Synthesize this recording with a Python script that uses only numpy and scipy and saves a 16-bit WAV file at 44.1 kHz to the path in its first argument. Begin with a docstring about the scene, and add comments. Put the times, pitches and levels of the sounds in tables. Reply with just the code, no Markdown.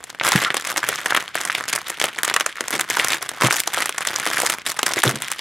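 """Peeling a film lid

A hand peels back the film lid of a plastic biscuit pack on a counter, close by, in short pulls.
Each pull flexes the film into decaying pops that grow denser with the effort; stiff creases snap.
Slack folds pop roundly, a fingertip squeaks once, and bumps shake the tray with thuds and noise.
The energy lingers band by band in the pack and a small room, over a quiet low rumble."""
import sys
import numpy as np
from scipy import signal
from scipy.fft import rfft, irfft
from scipy.io import wavfile
from scipy.ndimage import uniform_filter1d

SR = 44100
rng = np.random.default_rng(int(sys.argv[2]) if len(sys.argv) > 2 else 0)


def output_pcm(signal):
    """Save a mono or channel-first signal as 16-bit PCM at the path in sys.argv[1].

    Samples are clipped to [-1, 1] before scaling.
    """
    pcm = np.clip(np.atleast_2d(signal).T, -1, 1) * 32767
    wavfile.write(sys.argv[1], SR, np.round(pcm).astype(np.int16))


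N = 238340
TIME = np.arange(N) / SR
# a flipped facet decays by 60 dB in so many cycles; gain of its side modes against the main one
RING_CYCLES, SIDE_MODE_GAIN = 7.6, 0.62


# creases that buckle:
# (time [s], relative body level [dB], facet pitch [Hz], relative edge tick level [dB])
CREASE_SNAPS = [(0.2685, -14.5, 3270, -20), (0.289, -23, 1540, -13), (0.3205, -12.5, 1570, -10.5),
                (0.331, -17.5, 2560, -26), (0.3599, -15, 1890, -17), (0.5446, -17, 1650, -21),
                (0.569, -16, 2330, -16.5), (0.763, -21.5, 1920, -36), (0.7778, -16.5, 1870, -15),
                (0.8886, -15.5, 1380, -12.5), (1.0604, -15.5, 1800, -22), (1.1066, -18.5, 2050, -23),
                (1.149, -12, 1800, -22), (1.165, -16.5, 2100, -23), (1.1744, -14, 1860, -25),
                (1.3545, -18.5, 1640, -19), (1.413, -29, 1850, -22), (1.551, -14, 2600, -22),
                (1.7306, -17, 2210, -16.5), (2, -20.5, 1810, -18.5), (2.015, -13.5, 2130, -20),
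                (2.0415, -12, 1590, -13.5), (2.1866, -19.5, 1900, -25), (2.279, -19.5, 1500, -22.5),
                (2.299, -17.5, 2270, -22.5), (2.34, -16, 2280, -15.5), (2.3639, -9.5, 1800, -15.5),
                (2.3999, -22, 1490, -19), (2.4087, -15.5, 2340, -19), (2.463, -16.5, 1130, -15.5),
                (2.608, -17.5, 1400, -19), (2.796, -19, 1510, -21), (2.97, -16, 1560, -21),
                (3.1322, -15.5, 2510, -24), (3.4214, -12, 1960, -17.5), (3.509, -12.5, 1980, -20),
                (3.602, -18, 3500, -10.5), (3.676, -19, 1510, -14.5), (3.8227, -18.5, 2060, -20.5),
                (3.8932, -20, 1550, -20), (3.9829, -20, 1490, -17.5), (4.265, -18, 1680, -24),
                (4.6644, -21, 1960, -23), (4.792, -17, 1490, -18), (4.831, -12.5, 2070, -14.5),
                (5.037, -8.5, 1680, -8.5), (5.3167, -19.5, 1660, -16.5)]
# sharp creases that only flick, thin and bright: (time [s], relative tick level [dB])
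CREASE_TICKS = [(0.04, -28), (0.102, -29.5), (0.278, -19), (0.653, -32), (0.673, -24), (0.772, -21.5),
                (1.4513, -19), (1.7608, -16.5), (1.884, -24.5), (1.902, -18), (2.025, -24), (2.056, -22.5),
                (2.233, -12.5), (2.2499, -15.5), (2.682, -20.5), (2.707, -19), (2.8111, -12.5),
                (2.901, -16), (3.046, -15.5), (3.0843, -15.5), (3.1203, -22), (3.227, -20), (3.291, -20),
                (3.471, -16.5), (3.526, -15.5), (3.738, -20.5), (3.8582, -16.5), (4.073, -14.5),
                (4.199, -24), (4.402, -15), (4.419, -17), (4.4636, -12.5), (4.5, -13.5), (4.865, -12),
                (4.936, -17.5), (5.158, -24.5), (5.221, -19.5)]


def snaps(body_db=-1.0, tick_db=-3.0, tick_hz=8000, flick_body_db=-5, flick_body_hz=2000,
          stutter_db=-8.5, stutter_s=0.0019, scatter=0.48, broadening=0.44, count=3):
    """Snap-through buckling: a facet pops, its crease ticks, and weaker slips fall just before or after."""
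    flicks = [(s, db + flick_body_db, flick_body_hz, db) for s, db in CREASE_TICKS]
    s, body, hz, tick = np.transpose(CREASE_SNAPS + flicks)
    # the stronger the tick against the body, the broader the pop, up to equal levels
    spread = scatter * from_db(broadening * np.minimum(tick - body, 0))
    out = 0
    for step in range(count):
        at = s + (step > 0) * stutter_s * rng.standard_normal(len(s))
        pops = facets(hz, RING_CYCLES, spread)
        tick_pitches = tick_hz * np.exp(0.19 * rng.standard_normal(len(s)))
        ticks = facets(tick_pitches, RING_CYCLES, scatter / 2)
        body_sound = cut(buckles(at, from_db(body + body_db), pops), 300, "high")
        edge_sound = cut(buckles(at, from_db(tick + tick_db), ticks), 1800, "high")
        out = out + from_db(stutter_db * (step > 0)) * (body_sound + edge_sound)
    return out


def facets(hz, cycles, scatter, rise_cycles=0, count=7, size=512):
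    """Modal superposition: a facet flips, at once or over rise_cycles, and rings in modes around its pitch."""
    jitter, sign = rng.uniform(-1, 1, (len(hz), 2, count)).transpose(1, 2, 0)
    place = np.arange(count)[:, None] - count // 2  # 0 is the main mode
    detune = (place + jitter * (place != 0) / 2) / 2
    weight = np.where(place == 0, 1, SIDE_MODE_GAIN * np.sign(sign))
    mode_hz = np.minimum(hz * np.exp(scatter * detune), SR / 3)
    turns = mode_hz[..., None] * TIME[:size]
    onset = 1 - fade(turns, rise_cycles) if rise_cycles else 1
    modes = unit_energy(np.sin(2 * np.pi * turns) * onset * fade(turns, cycles))
    pops = np.sum(weight[..., None] * modes, axis=0)
    return unit_energy(pops) * np.sqrt(SR / 200)  # energy of rms 1 over 5 ms


def buckles(times, gains, pops):
    """Linear superposition: each pop is laid down at its own time and gain."""
    out = np.zeros(N)
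    for s, gain, pop in zip(times, gains, pops):
        add(out, s, gain * pop)
    return out


def crackle(size_db=5.0, crumple_hz=1800, fine_hz=7600, crumple_db=-2.5, fine_db=1.5,
            hardest_pull_db=-16, rate_follows=.6, count=3000):
    """Crackling noise: many mostly weak buckles, denser under a harder pull, over a soft rustle."""
    crumple, fine = flexing()
    busy = from_db(rate_follows * np.minimum(crumple - hardest_pull_db, 0))
    at = rng.uniform(0, TIME[-1], count)
    happens = rng.random(count) < np.interp(at, TIME, busy)
    sizes = from_db(size_db * np.minimum(rng.exponential(1, count), 3)) * happens
    low, high = rng.standard_normal((2, count))
    pop_shapes = facets(crumple_hz * np.exp(0.4 * low), RING_CYCLES, scatter=0.23, rise_cycles=0.2)
    tick_shapes = facets(fine_hz * np.exp(0.385 * high), cycles=29, scatter=0.514)
    pops = evened(buckles(at, sizes, pop_shapes))
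    ticks = evened(cut(buckles(at, sizes, tick_shapes), 3430, "high"))
    broad = from_db(crumple) * (from_db(crumple_db) * pops + rustle())
    return broad + from_db(fine + fine_db) * ticks


# each pull builds up, holds and lets go; a weaker part settles slowly
PULL_ATTACK_S, PULL_RELEASE_T60_S = 0.016, 0.125
SETTLE_DB, SETTLE_T60_S = -10.5, 0.59
# between pulls the held film creaks a little; before the first it is barely touched
HELD_CRUMPLE_DB, HELD_FINE_DB, LIGHT_TOUCH_DB = -37.5, -48.5, -7  # relative levels
# pulls of the hand that flex the film:
# (start [s], length [s], relative crumple level [dB], fine crackle against crumple [dB])
HAND_PULLS = [(0.222, 0.068, -20, -9.5), (0.318, 0.12, -22.5, -8.5), (0.541, 0.13, -33, -4),
              (0.681, 0.026, -24, -4.5), (0.775, 0.24, -31, -8.5), (1.036, 0.17, -31, -4.5),
              (1.348, 0.29, -31.5, -7.5), (1.671, 0.085, -28.5, -2), (2.017, 0.085, -31, -12),
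              (2.233, 0.09, -28.5, -19), (2.715, 0.042, -24, -8), (2.88, 0.29, -26.5, -6),
              (3.378, 0.062, -23.5, -9), (3.424, 0.037, -17, -9), (3.49, 0.1, -27, 0.5),
              (3.724, 0.1, -24.5, -7), (3.993, 0.22, -29, -9), (4.218, 0.32, -27.5, -3.5),
              (4.65, 0.06, -28.5, -0.5), (4.847, 0.067, -27.5, -5), (4.955, 0.048, -27, -3),
              (5.03, 0.07, -23.5, -4.5), (5.224, 0.21, -34.5, -6)]


def flexing():
    """Addition of powers: attack, hold and release of every pull sum to crumple and fine levels in dB."""
    grip = from_db(LIGHT_TOUCH_DB * (TIME < HAND_PULLS[0][0]))
    crumple = (from_db(HELD_CRUMPLE_DB) * grip) ** 2
    fine = (from_db(HELD_FINE_DB) * grip) ** 2
    for s, length, db, fine_db in HAND_PULLS:
        since = np.maximum(TIME - s - length, 0)
        settling = from_db(SETTLE_DB) * fade(since, SETTLE_T60_S)
        release = np.maximum(fade(since, PULL_RELEASE_T60_S), settling)
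        effort = np.clip((TIME - s) / PULL_ATTACK_S, 0, 1) * release
        crumple = crumple + (from_db(db) * effort) ** 2
        fine = fine + (from_db(db + fine_db) * effort) ** 2
    return 10 * np.log10(crumple), 10 * np.log10(fine)


def evened(x, even_s=0.052):
    """Power normalization: the hand's steady pull evens out the power of the buckling."""
    width = int(even_s * SR)
    power = uniform_filter1d(uniform_filter1d(x ** 2, width), width)
    return x / np.sqrt(np.abs(power) + 1e-18)


def rustle(db=-8.5, low_hz=1150, high_hz=3500, patchy_db=5, shifting_db=6.5, count=10):
    """Friction noise: skin slides on the film, whose resonances come and go as it bends."""
    ringing = 0
    for hz in np.geomspace(low_hz, high_hz, count):
        resonance = resonate(rng.standard_normal(N), hz, 0.3 * hz)
        ringing = ringing + from_db(shifting_db * drift(60)) * resonance / hz
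    return from_db(db + patchy_db * drift(100)) * evened(ringing)


# slack folds that flop over without a tick: (time [s], relative level [dB], pitch [Hz])
SLACK_FOLDS = [(0.148, -34, 1660), (0.199, -22, 2900), (0.212, -16.5, 1440), (0.378, -21, 1920),
               (0.448, -15.5, 2540), (0.504, -15.5, 2020), (0.83, -19, 1410), (0.84, -19.5, 1940),
               (0.927, -22.5, 1600), (0.988, -27, 1510), (1.1231, -14, 1470), (1.377, -24, 1470),
               (1.4985, -16, 1700), (1.609, -23.5, 1540), (1.778, -24, 1330), (2.583, -30.5, 1590),
               (2.9973, -11, 2370), (3.485, -19, 1090), (3.775, -20, 1045), (4.1606, -16.5, 5600),
               (4.314, -22, 1170), (4.372, -17.5, 1620), (4.4328, -18.5, 715), (4.908, -24, 1080),
               (5.0775, -18, 3570)]


def folds():
    """Gradual excitation: a slack fold takes a moment to turn over, so its pop is round and pitched."""
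    s, db, hz = np.transpose(SLACK_FOLDS)
    return buckles(s, from_db(db), facets(hz, RING_CYCLES, scatter=0.24, rise_cycles=1.8))


def squeak(at_s=.44, length_s=0.059, hz=1330, width_hz=200, db=-21):
    """Friction-driven resonance: a fingertip skids on the taut film and makes it sing for a moment."""
    out, stroke = np.zeros(N), np.hanning(int(length_s * SR))
    singing = rms_one(resonate(rng.standard_normal(len(stroke)), hz, width_hz))
    add(out, at_s, from_db(db) * stroke * singing)
    return out


# colour of the wrapper: (frequency [Hz], gain [dB])
FILM_COLOUR = [(100, -2), (550, 2), (900, -0.5), (2150, 3.5), (2600, -1), (3400, 3.5), (4300, -0.5),
               (6000, 1), (10000, 1), (13000, -2), (16000, -35)]


def film(x):
    """Linear filtering: the wrapper's frequency response colours what the film radiates."""
    return colour(x, FILM_COLOUR)


# bumps of the tray: (time [s], relative level [dB], pitch [Hz], shuffle T60 [s])
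TRAY_BUMPS = [(0.353, -6.5, 164, 0.042), (0.889, -16, 460, 0.049), (2.736, -26.5, 300, 0.25),
              (3.44, -8, 132, 0.072), (4.272, -19.5, 345, 0.054), (4.968, -13.5, 362, 0.025),
              (5.047, -16, 320, 0.25), (5.063, -17, 131, 0.16), (5.127, -22.5, 172, 0.24)]


def bumps(rattle=0.62, breadth=0.67):
    """Impact excitation: the tray thuds on the counter and the biscuits shuffle in it."""
    out, t = np.zeros(N), TIME[:SR // 2]
    for s, db, hz, t60 in TRAY_BUMPS:
        thud = np.sin(2 * np.pi * hz * t) * fade(t, 5.1 / hz)
        noise = resonate(rng.standard_normal(len(t)), hz, breadth * hz)
        shuffle = rms_one(cut(noise, 2800, "low")) * fade(t, t60)
        onset = 1 - fade(t, 1 / hz)
        add(out, s, from_db(db) * (thud + rattle * shuffle) * onset)
    return out


TRAY_WIDTH_HZ = 18.7  # bandwidth of each tray mode
# what the filled tray rings with: (frequency [Hz], gain [dB])
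TRAY_MODES = [(128, 0), (335, -2.5), (718, -13)]


def tray(x):
    """Sympathetic resonance: the tray rings along with whatever shakes it."""
    return sum(from_db(db) * resonate(x, hz, TRAY_WIDTH_HZ) for hz, db in TRAY_MODES)


ROOM_T60_S = 0.15
# how much left and right differ: (frequency [Hz], relative side level [dB])
STEREO_WIDTH = [(130, -23), (500, -19), (1600, -35.5), (2600, -25), (4500, -11)]


def tails(x, flutter_db=-9, flutter_t60=0.061, room_db=-14, dull_hz=6000, count=14):
    """Reverberant decay: energy lingers briefly as waves cross the pack, longer and duller in the room."""
    out = 0
    for k in range(count):
        hz = 150 * 2 ** (k / 2)
        power = band(x, hz) ** 2
        # flutter dies sooner in the treble; the room is weaker there
        flutter = from_db(flutter_db) ** 2 * linger(power, flutter_t60 / (1 + hz / dull_hz))
        room = from_db(room_db) ** 2 * linger(power, ROOM_T60_S) / (1 + (hz / dull_hz) ** 2)
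        mid, side = rms_one(band(rng.standard_normal((2, N)), hz))
        # facets beam their treble unevenly to left and right
        side_gain = from_db(np.interp(hz, *np.transpose(STEREO_WIDTH)))
        apart = side_gain * np.sqrt(linger(power, 0.00069) + flutter + room)
        out = out + np.sqrt(flutter + room) * mid + apart * side * [[1], [-1]]
    return out


def linger(power, t60):
    """Exponential energy decay: power spreads into a tail with the same energy."""
    keep = fade(2 / SR, t60)  # power falls twice as fast as amplitude
    return signal.lfilter([1 - keep], [1, -keep], power + 1e-18)


def rumble(hz=150, width_hz=260):
    """Resonance-shaped noise: the quiet rumble of the room, independent left and right, rms 1 overall."""
    return rms_one(resonate(rng.standard_normal((2, N)), hz, width_hz))


def from_db(db):
    """Logarithmic level: decibels become an amplitude gain."""
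    return 10 ** (np.asarray(db) / 20)


def rms_one(x):
    """Mean-square normalization: scale to rms 1."""
    return x / np.sqrt(np.mean(x ** 2) + 1e-20)


def unit_energy(x):
    """Energy normalization: scale each response to energy 1."""
    return x / np.sqrt(np.sum(x ** 2, axis=-1, keepdims=True))


def fade(t, t60):
    """Exponential decay: amplitude falls by 60 dB in t60."""
    return np.exp(-np.log(1000) * t / t60)


def add(out, s, sound):
    """Superposition: mix a sound in at time s."""
    at = max(int(s * SR), 0)
    out[..., at:at + sound.shape[-1]] += sound[..., :N - at]


def resonate(x, hz, width_hz):
    """Damped resonance: one pole pair, with gain about 1 at its peak."""
    r = np.exp(-np.pi * width_hz / SR)
    zeros = np.array([1, 0, -1]) * (1 - r * r) / 2
    poles = [1, -(1 + r * r) * np.cos(2 * np.pi * hz / SR), r * r]
    return signal.lfilter(zeros, poles, x + 1e-18)


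def cut(x, hz, kind):
    """Second-order filtering: low- or high-pass."""
    return signal.sosfilt(signal.butter(2, hz, kind, fs=SR, output="sos"), x)


def band(x, hz):
    """Band-pass filtering: half an octave around hz."""
    edges = hz * 2 ** (np.array([-1, 1]) / 4)
    return signal.sosfilt(signal.butter(2, edges, "band", fs=SR, output="sos"), x + 1e-18)


def colour(x, points, size=2048):
    """Minimum-phase filtering: a causal response through (frequency [Hz], gain [dB]) points."""
    hz, db = np.transpose(points)
    bins_hz = np.arange(size // 2 + 1) * SR / size
    gain = from_db(np.interp(np.log(bins_hz + 1), np.log(hz), db))
    cepstrum = irfft(np.log(gain))
    # folding the cepstrum makes the response causal
    cepstrum[1:size // 2] *= 2
    cepstrum[size // 2 + 1:] = 0
    return signal.fftconvolve(x, irfft(np.exp(rfft(cepstrum))))[:N]


def drift(per_s):
    """Slow random modulation: normal values of spread 1, per_s a second, joined by straight lines."""
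    knots = rng.standard_normal(N // 20)
    return np.interp(TIME * per_s, np.arange(len(knots)), knots)


def scene(low_hz=88, floor_db=-55):
    """Source, resonator and room: film and tray with their tails, over the rumble."""
    pack = film(snaps() + folds() + crackle() + squeak()) + bumps()
    pack = pack + tray(pack)
    # so small a body radiates little bass
    pack = cut(cut(pack, low_hz, "high"), low_hz, "high")
    return pack + tails(pack) + from_db(floor_db) * rumble()


def record(dry, stopband_hz=16900):
    """Soft saturation and band limiting: the tallest snaps are rounded off and the top is cut."""
    rounded = np.tanh(dry)
    return signal.sosfilt(signal.cheby2(16, 80, stopband_hz, fs=SR, output="sos"), rounded)


dry = scene()
out = record(dry)
output_pcm(out)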